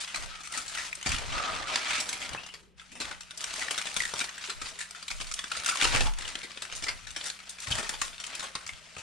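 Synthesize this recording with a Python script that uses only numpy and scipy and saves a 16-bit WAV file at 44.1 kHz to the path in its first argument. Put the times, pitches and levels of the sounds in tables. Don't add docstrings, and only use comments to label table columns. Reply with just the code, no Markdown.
import sys
import numpy as np
from scipy import signal
from scipy.fft import rfft, irfft, next_fast_len
from scipy.io import wavfile
from scipy.ndimage import uniform_filter1d, map_coordinates

SR = 44100
rng = np.random.default_rng(int(sys.argv[2]) if len(sys.argv) > 2 else 0)


def transcribe(signal):
    frames = np.atleast_2d(signal).T
    limited = np.clip(frames, -1, 1)
    pcm = np.round(limited * 32767).astype(np.int16)
    wavfile.write(sys.argv[1], SR, pcm)


N = 397782

# start_s, level_db, body_db (re level), treble_db (re level), facet_pitch_hz, t60_s
CREASE_SNAPS = [(.045, -31, -21, -8, 4950, 0.03), (0.076, -33, -23, -5, 2900, 0.15),
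                (.144, -26, -13, -8, 2360, 0.06), (.158, -28, -18, 0, 1140, 0.067),
                (0.2226, -37, -14, -3, 1890, 0.028), (.259, -39, -9, -2, 2400, .025),
                (0.405, -40.5, -8, -2, 1280, 0.08), (.434, -35.5, -15, -0.5, 2450, 0.19),
                (.472, -37.5, -20, 0, 1280, 0.039), (0.523, -42.5, -14, 11, 4990, 0.022),
                (.538, -31, -15, -1, 1900, 0.13), (0.574, -32, -11, 6.5, 1330, 0.069),
                (0.6607, -40, -12, 3.5, 1800, 0.049), (.679, -42, -19, 11, 6650, 0.1),
                (0.697, -36, -26, -2.5, 1330, .03), (0.749, -31, -28, -4.5, 2920, 0.067),
                (0.774, -25, -21, -8, 1900, 0.17), (0.928, -37, -30, -3, 2280, 0.027),
                (0.951, -47.5, -20, 14.5, 8000, 0.045), (1.012, -38.5, -12, -4, 2900, 0.029),
                (1.027, -33, -14, 1, 2960, 0.038), (1.06, -23, -5, -0.5, 2280, 0.095),
                (1.091, -27, -14, 1, 3000, .03), (1.118, -23.5, -18, -3, 2600, 0.035),
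                (1.144, -29, -16, -7, 3500, .022), (1.163, -31, -14, -5, 2800, .022),
                (1.183, -29, -13, -3, 2240, 0.055), (1.326, -34.5, -12, -15, 1160, 0.025),
                (1.379, -26.5, -20, -18, 1250, 0.043), (1.55, -31, -10, -6, 1230, 0.023),
                (1.562, -31, -16, -10, 1610, 0.029), (1.672, -29, -24, -9, 1290, 0.022),
                (1.714, -32, -21, -19, 1180, 0.12), (1.738, -23.5, -12, -14, 2430, 0.09),
                (1.757, -18.5, -19, -5, 4690, 0.032), (1.9064, -25.5, -6, -9, 2400, 0.035),
                (1.931, -26.5, -16, -12, 2250, .025), (1.954, -25.5, -20, -6, 2240, 0.035),
                (1.98, -29.5, -7.5, -5, 3840, 0.085), (2.001, -34, -12, 10.5, 2330, 0.08),
                (2.09, -31.5, -17, 6, 3810, 0.051), (2.128, -29, -18, 2, 2210, 0.067),
                (2.216, -29, -18, -6.5, 3320, 0.11), (2.259, -33, -20, -16, 2190, 0.025),
                (2.291, -34, -10, -1, 5000, .02), (2.332, -32, -13, -4, 4000, 0.04),
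                (2.347, -33, 3.5, -14, 910, 0.03), (2.433, -40, -5, -11, 4600, 0.051),
                (2.463, -40, -6, -1, 5160, 0.061), (2.488, -41, -9, -8, 2790, 0.032),
                (2.538, -35.5, -11, -6.5, 4740, 0.078), (2.796, -39.5, -34, -15, 3500, 0.057),
                (2.814, -48, -24, -2.5, 2600, 0.091), (2.917, -42.5, -16, -1, 2500, 0.11),
                (2.953, -38.5, -4, -2.5, 2600, 0.13), (3.001, -27, -7, -3.5, 3980, 0.12),
                (3.015, -30, -10, -6, 2500, 0.072), (3.052, -31.5, -21, -6, 3420, 0.027),
                (3.111, -32, -4.5, -7, 1410, 0.058), (3.207, -37, -29, -1, 5700, 0.06),
                (3.2316, -46, -11, -2, 2940, 0.039), (3.3077, -33, -16, -6, 3640, 0.048),
                (3.374, -45, -9, 15, 6590, 0.05), (3.406, -34, -17, -2, 3600, .035),
                (3.413, -38, -16, 6, 1340, 0.027), (3.4405, -23.5, -32, -2.5, 5600, 0.025),
                (3.538, -32.5, -5.5, 0.5, 4360, 0.025), (3.558, -34.5, -13, -2, 1950, .05),
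                (3.594, -33, -14, 0, 2500, 0.029), (3.613, -29, -14, -6, 1950, 0.11),
                (3.622, -27, -15, -12, 1940, .04), (3.683, -30, -12, -15, 1740, 0.027),
                (3.708, -26.5, -8, 1.5, 3000, 0.074), (3.744, -33, -15, -3, 1400, 0.027),
                (3.759, -33, -20, -6, 1720, 0.018), (3.778, -24, -12.5, -1, 3660, 0.067),
                (3.814, -28.5, -16, -3, 2370, .02), (3.823, -32.5, -18, -3, 3000, .018),
                (3.854, -31, -9, -4, 3770, 0.097), (3.869, -27.5, -19, -8, 2430, 0.045),
                (3.887, -37, -24, -1, 4440, .02), (3.942, -38, -24, 9, 3740, 0.013),
                (3.964, -24.5, -8, -0.5, 3500, 0.046), (3.969, -26.5, -9, 1, 3500, 0.04),
                (3.994, -38, -16, 5, 5000, .02), (4.0025, -24.5, -23, -4, 1940, 0.038),
                (4.02, -28, -12, 1, 5550, 0.027), (4.034, -28.5, -22, -6, 1820, 0.04),
                (4.052, -29, -29, 1.5, 3400, 0.025), (4.078, -36, -18, -2, 1400, 0.027),
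                (4.137, -30.5, -1, -2, 1370, 0.032), (4.159, -34, -17, -1, 3600, .02),
                (4.182, -32, -19, 0, 8160, 0.022), (4.1911, -31.5, -14, 7, 3620, 0.028),
                (4.2031, -25.5, -21, -3, 3780, 0.039), (4.211, -22, -14, -8, 2400, 0.055),
                (4.241, -29, -13, -3, 4220, 0.043), (4.291, -31.5, -24, -18, 6500, 0.034),
                (4.379, -35.5, -18, -2, 1870, 0.042), (4.4104, -34.5, -29, -16, 3870, .03),
                (4.439, -30, -26, -24, 3800, 0.039), (4.496, -26.5, -14, -5, 4100, 0.08),
                (4.615, -31.5, -10, -2, 1270, 0.066), (4.658, -31.5, -10, -9, 4600, 0.099),
                (4.789, -32, -23, 0.5, 7000, 0.11), (4.806, -29, -33, -2, 1770, 0.11),
                (4.908, -42, -30, 7, 1370, 0.025), (4.948, -35, -23, -6.5, 1380, 0.11),
                (5.026, -36, -10.5, -2, 4390, 0.049), (5.0804, -28.5, -30, -2, 3400, 0.039),
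                (5.103, -29.5, -20, -4, 2260, 0.06), (5.11, -30, -18, -3, 2390, 0.083),
                (5.187, -43, -20, -8, 3000, .02), (5.201, -34, -7, -7, 3000, 0.061),
                (5.21, -29.5, -10.5, -5, 4770, 0.058), (5.217, -33, -8.5, -1, 3500, 0.045),
                (5.244, -39, -14, -1, 2600, .025), (5.269, -39, -22, 4, 3530, .037),
                (5.3134, -30.5, -30, -1, 1490, 0.026), (5.321, -35, -30, 4, 4300, 0.029),
                (5.339, -39, -27, 15, 3880, 0.027), (5.3896, -24.5, -24, -6, 3400, 0.037),
                (5.44, -27, -18, -6.5, 1410, 0.034), (5.516, -24.5, -28, -4.5, 1390, 0.038),
                (5.549, -31, -26, -11, 1360, 0.076), (5.567, -30, -8.5, 0.5, 4900, 0.07),
                (5.599, -31.5, -13, -3, 2350, 0.022), (5.62, -35, -17, -4, 1340, .02),
                (5.635, -30, -22, -7, 1490, .02), (5.6455, -29, -25, 0, 3620, 0.018),
                (5.6603, -22.5, -32, 1, 1400, 0.044), (5.679, -27.5, -29, 4, 1370, 0.024),
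                (5.687, -22, -19, 0.5, 1380, 0.095), (5.712, -28, -24, -7, 2400, .025),
                (5.755, -25.5, -9.5, -4, 1120, 0.035), (5.771, -28.5, -22, -3, 3570, .025),
                (5.798, -26, -13, -8, 2800, .08), (5.8126, -16.5, -25, -7, 3600, 0.022),
                (5.8213, -18.5, -8, -6.5, 2650, 0.053), (5.83, -23, -15, -2, 3000, .02),
                (5.8404, -20.5, -8, -2, 2400, 0.019), (5.8443, -17, -22, -7, 1340, 0.031),
                (5.851, -18, -7.5, -10, 2730, 0.035), (5.873, -25, -12, -7, 1400, .02),
                (5.879, -31, -12, -2, 2600, 0.023), (5.906, -32, -10, -7, 3600, 0.017),
                (5.94, -24, -10, -11, 2400, .018), (5.9469, -20.5, -6, -5, 2750, 0.034),
                (5.96, -18.5, -15, -7, 2280, 0.022), (5.9685, -24, -12, -6, 2550, 0.025),
                (5.977, -26, -14, -6, 2500, .02), (6.0064, -17, -8, -8, 2700, 0.037),
                (6.019, -29, -6, -5, 3470, 0.026), (6.068, -28, -26, -11, 885, 0.083),
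                (6.136, -36.5, -16, -1, 3000, 0.017), (6.186, -33, -7, 1, 3550, 0.03),
                (6.209, -32, -26, -5, 3610, 0.022), (6.22, -34, -16, -2, 4220, 0.031),
                (6.252, -36, -11, -8, 3000, .025), (6.277, -33, -27, -2.5, 2920, 0.05),
                (6.288, -36, -20, 0, 4500, 0.032), (6.3014, -37, -21, -2, 1910, 0.035),
                (6.353, -26.5, -16, -9, 3320, 0.035), (6.388, -41, -18, 1, 5000, .025),
                (6.416, -38, -17, -13, 2710, .02), (6.431, -32, -7.5, -4, 2130, 0.098),
                (6.506, -38, -13, -14, 3020, 0.03), (6.516, -35.5, -12, -7, 4890, .025),
                (6.546, -43, -18, -8, 4500, 0.018), (6.573, -31.5, -8, -9, 3440, 0.04),
                (6.62, -31, -11, 0.5, 3680, 0.086), (6.651, -34.5, -16, -5, 1600, 0.025),
                (6.699, -38, -12, -13, 2490, 0.026), (6.715, -36, -22, -11, 2580, .025),
                (6.724, -31.5, -13, -6, 2900, 0.04), (6.735, -35, -16, -5, 2300, .02),
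                (6.751, -42, -21, 12, 3850, 0.15), (6.823, -31, -7, -4, 5170, 0.084),
                (6.838, -27.5, -15, -0.5, 5160, 0.059), (6.866, -28, -13, -12, 2000, 0.062),
                (6.883, -22, -19, -11, 4940, 0.088), (7.069, -36, -15, -6, 5860, 0.094),
                (7.105, -39.5, -15, 4, 6480, 0.045), (7.162, -28, -13, -7, 5500, 0.08),
                (7.21, -30.5, -17, -17, 3480, 0.058), (7.24, -38, -22, 5, 4600, 0.033),
                (7.255, -32, -23, 4.5, 5630, 0.15), (7.3005, -24, -28, -5, 4370, 0.017),
                (7.39, -38.5, -30, -10.5, 2450, 0.018), (7.401, -39, -34, -10, 2140, 0.03),
                (7.493, -43.5, -15, 12.5, 5150, 0.066), (7.5847, -39, -9, -5, 2450, 0.028),
                (7.602, -39.5, -17, 7, 5840, 0.031), (7.67, -30.5, -17, -7, 1860, 0.039),
                (7.711, -26, -18, 1, 3360, 0.068), (7.753, -29, -5, 0, 1950, 0.029),
                (7.781, -27, -1.5, -1, 1830, 0.11), (7.8284, -33, -2.5, -5, 3740, .03),
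                (7.845, -32, -17, -7, 1830, .025), (7.892, -26.5, -11.5, 4, 1850, 0.049),
                (7.938, -31, -10, -8, 3430, 0.091), (8.015, -21, -18, -3.5, 6800, 0.054),
                (8.079, -37.5, -15, -3, 3380, 0.055), (8.129, -38, -22, -20, 3530, 0.066),
                (8.18, -36, -26, -8, 3740, .025), (8.2, -33.5, -20, 1.5, 3270, 0.067),
                (8.238, -32, -31, -3, 3050, 0.067), (8.265, -40.5, -20, 7.5, 6400, 0.042),
                (8.35, -37.5, -26, 7, 2980, 0.058), (8.394, -30.5, -11, -1, 4080, 0.097),
                (8.426, -31.5, -5.5, -2, 1110, 0.12), (8.552, -25, -5.5, -5.5, 4470, 0.033),
                (8.559, -31.5, -12, -12, 1080, 0.037), (8.664, -35.5, -31, -0.5, 4840, 0.037),
                (8.675, -44, -25, 8, 5200, 0.065), (8.691, -32, -14, -13, 2180, 0.053),
                (8.733, -38, -23, -7, 3210, 0.026), (8.965, -35.5, -6.5, -10, 1280, 0.063),
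                (8.981, -36, -10.5, -5, 6950, 0.12)]
# start_s, peak_db, pitch_hz, t60_s
FACET_PINGS = [(0.9275, -23.5, 2354, 0.023), (2.816, -44, 1310, 0.031), (3.6167, -29, 1950, .05),
               (3.6837, -27, 1800, .02), (4.0035, -19, 1940, .02), (4.036, -28, 1880, .02),
               (4.053, -23, 1870, .018), (4.286, -34, 1880, .02), (5.516, -31, 1400, .02),
               (5.6885, -24, 1350, .03), (5.9487, -19, 2820, .012), (8.6926, -30, 2110, .016)]
# frequency_hz, level_db (per Hz)
FOIL_SPECTRUM = [(120, -17.5), (250, -8), (400, -11.5), (560, -7), (1050, -3.5), (1320, 2), (1650, 1.5),
                 (2400, 3.5), (3500, 2), (6000, -0.5), (8800, -2.5), (10500, -13.5), (13000, -30.5),
                 (15000, -39)]
# time_s, crinkle_db
HAND_GRIP = [(0, -47), (.38, -51.5), (1.3, -48), (2.35, -50.5), (2.6, -58.5), (2.755, -81), (2.785, -56),
             (2.9, -60), (3.29, -56), (3.5, -42), (4.6, -50), (5.4, -52), (6.2, -49.5), (7.02, -51),
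             (7.5, -51), (8.3, -50), (8.78, -52), (9.02, -52.5)]
# start_s, length_s, crinkle_db, body_db (re crinkle), treble_db (re crinkle)
FOIL_PULLS = [(0, 0.015, -42.5, -14, 2), (0.153, 0.083, -46, -5.5, -3), (0.304, 0.054, -44, -17, -28),
              (0.537, 0.078, -43.5, -6, -1), (0.727, 0.15, -40, -14, -5), (1.077, 0.071, -35, -20, -9),
              (1.177, 0.32, -41, -4, -11), (1.324, 0.14, -35.5, -7, -32), (1.484, 0.15, -39, -4, -16),
              (1.688, 0.2, -34, -10, -16), (1.906, 0.086, -31, -18.5, -12), (2.012, 0.25, -42, -5.5, -6),
              (2.297, 0.1, -46.5, -1.5, -23), (3.028, 0.1, -44.5, -5, -10), (3.408, 0.071, -50, -6, 1),
              (3.546, 0.099, -42, -15, -2.5), (3.658, 0.15, -43, -14, -9), (3.87, 0.048, -44.5, -11, -2.5),
              (3.986, 0.11, -47, -5, 4.5), (4.154, 0.083, -43, -6, -1), (4.447, 0.052, -40.5, -21, -5.5),
              (4.643, 0.051, -43.5, -19, -1.5), (5.117, 0.18, -53.5, -14, 1),
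              (5.372, 0.13, -46.5, -32, -5.5), (5.544, 0.14, -41.5, -11, -8.5),
              (5.67, 0.18, -38.5, -12, -6), (5.823, 0.065, -32, -10, -6), (5.933, 0.051, -30.5, -6.5, -9),
              (6.027, 0.043, -41, 0.5, -1), (6.202, 0.17, -44, -9.5, -10), (6.724, 0.052, -48.5, -7, -11),
              (6.867, 0.049, -48, -3, -1), (7.21, 0.064, -45, -8, -2.5), (7.628, 0.019, -45, -26, 0.5),
              (7.696, 0.095, -38.5, -6, -2.5), (7.798, 0.13, -43, -8.5, -5), (8.017, 0.052, -47, -7, 2.5),
              (8.293, 0.18, -44, -10, -17), (8.57, 0.076, -51.5, -8.5, -17)]
# time_s, left_re_right_db
FOIL_PLACE = [(0.0, 1.5), (0.43, 3.5), (2.11, 0), (2.36, 3), (6.03, 1.5), (6.51, 4), (6.96, 1.5),
              (7.06, 6.5), (7.13, 2.5), (9.02, 3.5)]
# start_s, length_s, pitch_hz, line_width_hz, level_db
SLIDES = [(0.285, 0.16, 1297, 50, -52.5), (0.47, 0.15, 1337, 55, -52), (0.577, 0.019, 1326, 60, -38.5),
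          (1.299, 0.26, 1258, 71, -38.5), (1.331, 0.25, 685, 69.5, -49), (1.5, 0.21, 1217, 60, -46.5),
          (1.684, 0.051, 1245, 65, -38.5), (1.807, 0.23, 1340, 60, -49), (1.76, 0.32, 2330, 200, -44),
          (2.371, 0.03, 2650, 60, -42), (2.324, 0.025, 2910, 60, -42), (2.383, 0.086, 2820, 110, -51),
          (2.45, .09, 2900, 100, -54), (2.483, 0.3, 380, 80.4, -69), (2.874, 0.24, 242, 69, -61),
          (3.603, .03, 1934, 60, -42), (3.994, 0.099, 1890, 60, -52), (4.478, 0.057, 425, 70, -53.5),
          (4.58, 0.27, 438, 91, -67), (5.663, 0.085, 1363, 75, -38.5), (6.063, 0.025, 922, 50, -42.5),
          (7.714, 0.019, 3170, 280, -27.5)]
# pitch_hz, level_db
TRAY_MODES = [(230, 2.5), (430, 6), (640, 14.5), (830, -20)]
# start_s, peak_db
TRAY_KNOCKS = [(1.058, -38), (1.112, -51), (2.334, -43), (4.137, -55), (4.608, -64), (5.231, -50),
               (5.849, -47), (5.94, -33), (6.006, -35), (7.675, -45), (7.704, -34.5), (8.967, -45.5)]
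# pitch_hz, level_db, t60_s
TABLE_MODES = [(60, 4.5, 0.048), (86, -0.5, 0.18), (121, 2, 0.15), (169.6, -4.5, 0.12), (255, -0.5, 0.085),
               (361, -17, 0.18), (492, -5, 0.038)]
# start_s, length_s, stand_sway_db, table_thud_db
TRAY_PUSHES = [(0.197, 0.08, -52.5, -55.5), (0.573, 0.35, -70, -67), (1.092, 0.057, -47, -35.5),
               (1.226, 0.15, -49.5, -45.5), (1.505, 0.21, -59, -55.5), (1.8, .48, -75, -61),
               (2.313, 0.025, -69, -54), (3.05, 0.087, -63, -60.5), (3.45, 0.21, -69, -72),
               (3.983, 0.042, -57, -54), (4.577, 0.073, -56.5, -57.5), (5.14, 0.16, -51, -62),
               (5.567, 0.064, -69, -61), (5.86, 0.073, -41, -43.5), (5.982, 0.11, -35.5, -40),
               (6.16, 0.12, -55, -60), (6.74, 0.21, -55.5, -55.5), (7.043, 0.11, -63, -56.5),
               (7.716, 0.11, -64, -44.5), (7.804, 0.27, -57, -64), (8.69, 0.024, -66, -55)]
# frequency_hz, side_re_mid_db
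STEREO_WIDTH = [(30, 10), (55, -3.5), (85, -4), (120, -3), (250, -6.5), (600, -5), (1280, -3), (2350, -6),
                (4330, -8), (8000, 1), (14700, 0.5)]
# frequency_hz, t60_s
ROOM_DECAY = [(150, 0.2), (1000, 0.3), (4000, 0.15), (8000, 0.21), (14000, 0.64)]
# frequency_hz, level_db (per Hz)
AIR_SPECTRUM = [(40, 8), (120, -13), (400, -1), (700, -6), (3000, -5), (8000, -29), (14000, -55)]
# pitch_hz, line_width_hz, level_db
HUM_LINES = [(57.6, 1.3, -70), (176.2, 23.6, -68.5)]

GRIP_BODY_DB, GRIP_TREBLE_DB = -13.5, -7.5
PULL_RISE_S, PULL_RELEASE_DB_PER_S = 0.046, 307
PUSH_RISE_S, SWAY_RELEASE_DB_PER_S, THUD_RELEASE_DB_PER_S = 0.041, 129, 223
REST_SWAY_DB, REST_THUD_DB = -94, -74
FACET_DB, FACET_REF_HZ, FACET_DB_PER_OCTAVE = -1, 1710, -2
TOP_HZ = 14800


def snaps(level_db=3, facet_q=12, flip_s=0.0014, unzip_per_s=0.51, sharp=1.09, sharp_t60_s=0.015):
    t = np.arange(4096) / SR
    hz = np.fft.rfftfreq(len(t), 1 / SR)
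    bands, width = registers(hz), amp(along(STEREO_WIDTH, hz))
    out = np.zeros((2, N + len(t)))
    for start_s, db, body_db, treble_db, facet_hz, t60_s in list(CREASE_SNAPS) + small_snaps():
        patch = bands * ripple(hz, depth_db=4.0, spacing_hz=229.4)
        colours = np.vstack([patch, resonance(hz, facet_hz, facet_hz / facet_q)])
        mid, side = rfft(rng.standard_normal((2, len(colours), len(t)))) * colours

        crack = (1 - np.exp(-t / flip_s)) * amp(-60 * t / sharp_t60_s)
        unzip = 1 - np.exp(-t / (flip_s + unzip_per_s * t60_s ** 2))
        flutter = unzip * amp(-60 * t / t60_s) * spurts(len(t), depth_db=2.0, per_second=310)
        fade = (flutter + sharp * crack) / np.hypot(1, sharp)

        left_right = np.stack([mid + width * side, mid - width * side], axis=1)
        bursts = irfft(left_right) * fade
        fade_rms = np.sqrt(np.mean(fade ** 2))
        body, middle, treble, facet = (unit(burst) * fade_rms for burst in bursts)

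        octaves_off = abs(np.log2(facet_hz / FACET_REF_HZ))
        ring = amp(FACET_DB + FACET_DB_PER_OCTAVE * octaves_off)
        snap = (middle + ring * facet) / np.hypot(1, ring)
        snap = snap + amp(body_db) * body + amp(treble_db) * treble
        out[:, max(round(start_s * SR), 0):][:, :len(t)] += amp(db + level_db) * snap
    return out[:, :N]


def small_snaps(count=150, facet_hz=2800, facet_octaves=0.7):
    at = ((np.arange(count) + rng.random(count)) * N / count).astype(int)
    levels_db = 20 * np.log10(strain()[1][at])
    pitches_hz = facet_hz * 2 ** (facet_octaves * rng.standard_normal(count))
    return [(i / SR, db, -15, -4, pitch_hz, 0.019) for i, db, pitch_hz in zip(at, levels_db, pitches_hz)]


def pings(attack_s=0.00091, hold_s=0.0023, waver_hz=40):
    t = np.arange(SR // 12) / SR
    out = np.zeros((2, N))
    for start_s, db, pitch_hz, t60_s in FACET_PINGS:
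        steps = rng.standard_normal((2, len(t)))
        drift = np.sqrt(2 * np.pi * waver_hz / SR) * np.cumsum(steps, axis=1)
        tone = np.sin(2 * np.pi * pitch_hz * t + drift) * (1 - np.exp(-t / attack_s))
        decay = amp(db - 60 * np.maximum(t - hold_s, 0) / t60_s)
        out[:, round(start_s * SR):][:, :len(t)] += decay * tone
    return out


def crinkle(body_db=-3.5, middle_db=-3.5, treble_db=-2.0, own_db=-2.5):
    shared = ticks(per_second=300, spread_db=1.0, cap_db=9.0, life_s=0.0057)
    gains = np.array(strain()) * amp([[body_db], [middle_db], [treble_db]])
    out = np.zeros((2, N))
    for k, gain in enumerate(gains):
        own = ticks(per_second=260, spread_db=2.5, cap_db=7.5, life_s=0.00091)
        out += gain * stereo(shared + amp(own_db) * own, lambda hz: registers(hz)[k])
    return recrumple(out, depth_db=2.0)


def strain():
    grip_db, = curves(HAND_GRIP)
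    starts, lengths, crinkle_db, body_db, treble_db = np.transpose(FOIL_PULLS)
    gains = []
    for held_db, pulled_db in [(GRIP_BODY_DB, body_db), (0, 0), (GRIP_TREBLE_DB, treble_db)]:
        pulls = gestures(starts, lengths, crinkle_db + pulled_db, PULL_RISE_S, PULL_RELEASE_DB_PER_S)
        gains.append(np.hypot(amp(grip_db + held_db), pulls))
    return gains


def registers(hz, body_hz=900, treble_hz=4500):
    low = 1 / (1 + (hz / body_hz) ** 6)
    high = 1 - 1 / (1 + (hz / treble_hz) ** 6)
    return amp(along(FOIL_SPECTRUM, hz)) * np.sqrt(np.abs([low, 1 - low - high, high]))


def ripple(hz, depth_db, spacing_hz):
    heights = rng.standard_normal(size=400)
    return amp(depth_db * map_coordinates(heights, [hz / spacing_hz], mode="wrap"))


def recrumple(x, depth_db):
    z = signal.stft(x, nperseg=256)[2]
    field = uniform_filter1d(rng.standard_normal(z.shape[1:]), size=2, axis=0)
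    field = uniform_filter1d(field, size=7, axis=1)
    return signal.istft(z * unit(amp(depth_db * unit(field))), nperseg=256)[1][:, :N]


def scrapes(slip_db=2.5, slips_per_s=75, grit_db=-9, grit_spread=3):
    out = np.zeros((2, N))
    for start_s, length_s, pitch_hz, width_hz, db in SLIDES:
        n = round(length_s * SR)
        grit = stereo(rng.standard_normal((2, n)), lambda hz: resonance(hz, pitch_hz, grit_spread * width_hz))
        squeak = (wavering(n, pitch_hz, width_hz) + amp(grit_db) * grit) / np.hypot(1, amp(grit_db))
        envelope = spurts(n, slip_db, slips_per_s) * signal.windows.tukey(n, .5)
        out[:, round(start_s * SR):][:, :n] += amp(db) * squeak * envelope
    return out


def taps(count=70, level_db=-15, t60_s=0.063, attack_s=0.0022):
    t = np.arange(SR // 10) / SR
    grip_db, = curves(HAND_GRIP)
    out = np.zeros(N + len(t))
    for at in rng.integers(0, N, count):
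        ring = np.zeros(len(t))
        for mode_hz, mode_db in TRAY_MODES:
            pitch_hz = mode_hz * rng.normal(1, 0.072)
            ring += amp(mode_db) * np.sin(2 * np.pi * (pitch_hz * t + rng.random()))
        decay = amp(grip_db[at] + level_db - 60 * t / t60_s)
        out[at:at + len(t)] += decay * ring * (1 - np.exp(-t / attack_s))
    return out[:N]


def knocks(level_db=-3, attack_s=0.0038):
    t = np.arange(SR // 3) / SR
    out = np.zeros(N + len(t))
    for start_s, db in TRAY_KNOCKS:
        ring = np.zeros(len(t))
        for mode_hz, mode_db, t60_s in TABLE_MODES:
            decay = amp(mode_db + rng.normal(0, 3.9) - 60 * t / t60_s)
            ring += decay * np.sin(2 * np.pi * (mode_hz * t + rng.random()))
        out[round(start_s * SR):][:len(t)] += amp(db + level_db) * ring * (1 - np.exp(-t / attack_s))
    return out[:N]


def jolts(sway_db=-1, thud_db=-4, width_hz=30, soft_hz=65):
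    starts, lengths, sways_db, thuds_db = np.transpose(TRAY_PUSHES)
    sway = gestures(starts, lengths, sways_db + sway_db, PUSH_RISE_S, SWAY_RELEASE_DB_PER_S)
    thud = gestures(starts, lengths, thuds_db + thud_db, PUSH_RISE_S, THUD_RELEASE_DB_PER_S)
    sway, thud = sway + amp(REST_SWAY_DB), thud + amp(REST_THUD_DB)

    def table(hz):
        modes = sum(amp(db) * resonance(hz, mode_hz, width_hz) for mode_hz, db, _ in TABLE_MODES)
        return modes / np.hypot(1, hz / soft_hz)

    bumps = ticks(per_second=86, spread_db=-1.0, cap_db=14, life_s=0.0074)
    return sway * wavering(N, pitch_hz=28.4, width_hz=5.07) + thud * stereo(bumps, table)


def room(x, build_s=0.005, count=24):
    out, step = np.zeros((2, N + SR)), N // count + 1
    for start in range(0, N, step):
        hz, t, z = signal.stft(rng.standard_normal((2, SR // 2)), SR, nperseg=256)
        decay = amp(-60 * t / along(ROOM_DECAY, hz)[:, None]) * (1 - np.exp(-t / build_s))
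        tail = signal.istft(z * decay, SR, nperseg=256)[1]
        tail = tail / np.linalg.norm(tail[0])
        wet = signal.fftconvolve(x.mean(0)[None, start:start + step], tail, axes=1)
        out[:, start:start + wet.shape[1]] += wet
    return np.std(out[0, :N]) * stereo(out[:, :N], np.ones_like)


def background(air_db=-72):
    hum = sum(amp(db) * wavering(N, pitch_hz, width_hz) for pitch_hz, width_hz, db in HUM_LINES)
    return hum + amp(air_db) * noise(AIR_SPECTRUM)


def gestures(starts, lengths, levels_db, rise_s, release_db_per_s):
    t = np.arange(0, N, 64) / SR
    since = t - starts[:, None]
    swell = np.clip(1 + since / rise_s, 0, 1)
    gain = swell * amp(levels_db[:, None] - release_db_per_s * np.maximum(since - lengths[:, None], 0))
    return np.interp(np.arange(N) / SR, t, np.linalg.norm(gain, axis=0))


def ticks(per_second, spread_db, cap_db, life_s):
    count = int(per_second * N / SR)
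    at = rng.integers(0, N, count)
    size = amp(np.minimum(spread_db * rng.exponential(size=count), cap_db))
    power = signal.lfilter([1], [1, -np.exp(-1 / (life_s * SR))], np.bincount(at, size ** 2, N))
    return unit(np.sqrt(power) * rng.standard_normal((2, N)))


def spurts(n, depth_db, per_second):
    heights = rng.standard_normal(size=99)
    jumps = map_coordinates(heights, [np.arange(n) * per_second / SR], mode="wrap")
    return unit(amp(depth_db * jumps))


def wavering(n, pitch_hz, width_hz, skirt=4.9):
    drift = np.sqrt(2 * np.pi * width_hz / SR) * rng.standard_normal((2, n))
    phase = np.cumsum(2 * np.pi * pitch_hz / SR + drift, axis=1)
    return stereo(np.sin(phase), lambda hz: resonance(hz, pitch_hz, skirt * width_hz))


def resonance(hz, centre_hz, width_hz):
    return 1 / (1 + ((hz - centre_hz) / width_hz * 1.3) ** 2)


def noise(spectrum):
    return stereo(rng.standard_normal((2, N)), lambda hz: amp(along(spectrum, hz)))


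def stereo(pair, colour):
    def response(hz):
        return colour(hz) * np.array([np.ones_like(hz), amp(along(STEREO_WIDTH, hz))])

    mid, side = filtered(pair, response)
    return np.array([mid + side, mid - side]) / (np.std(mid) + 1e-12)


def filtered(x, response):
    n = x.shape[-1]
    m = next_fast_len(n + n // 8, True)
    return irfft(rfft(x, m) * response(np.fft.rfftfreq(m, 1 / SR)), m)[..., :n]


def along(points, hz):
    f, v = np.transpose(points)
    return np.interp(np.log(hz + 1), np.log(f + 1), v)


def curves(rows):
    s, *cols = np.transpose(rows)
    return [np.interp(np.arange(N) / SR, s, c) for c in cols]


def amp(db):
    return 10 ** (np.asarray(db) / 20)


def unit(x):
    return x / np.sqrt(np.mean(x ** 2) + 1e-20)


def scene(room_db=-5.0):
    left_re_right_db, = curves(FOIL_PLACE)
    pan = amp(np.outer([.5, -.5], left_re_right_db))
    foil = (snaps() + pings() + crinkle() + scrapes() + taps()) * pan
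    return foil + amp(room_db) * room(foil) + knocks() + jolts() + background()


def record(dry):
    return filtered(dry, lambda hz: hz < TOP_HZ)


dry = scene()
out = record(dry)
transcribe(out)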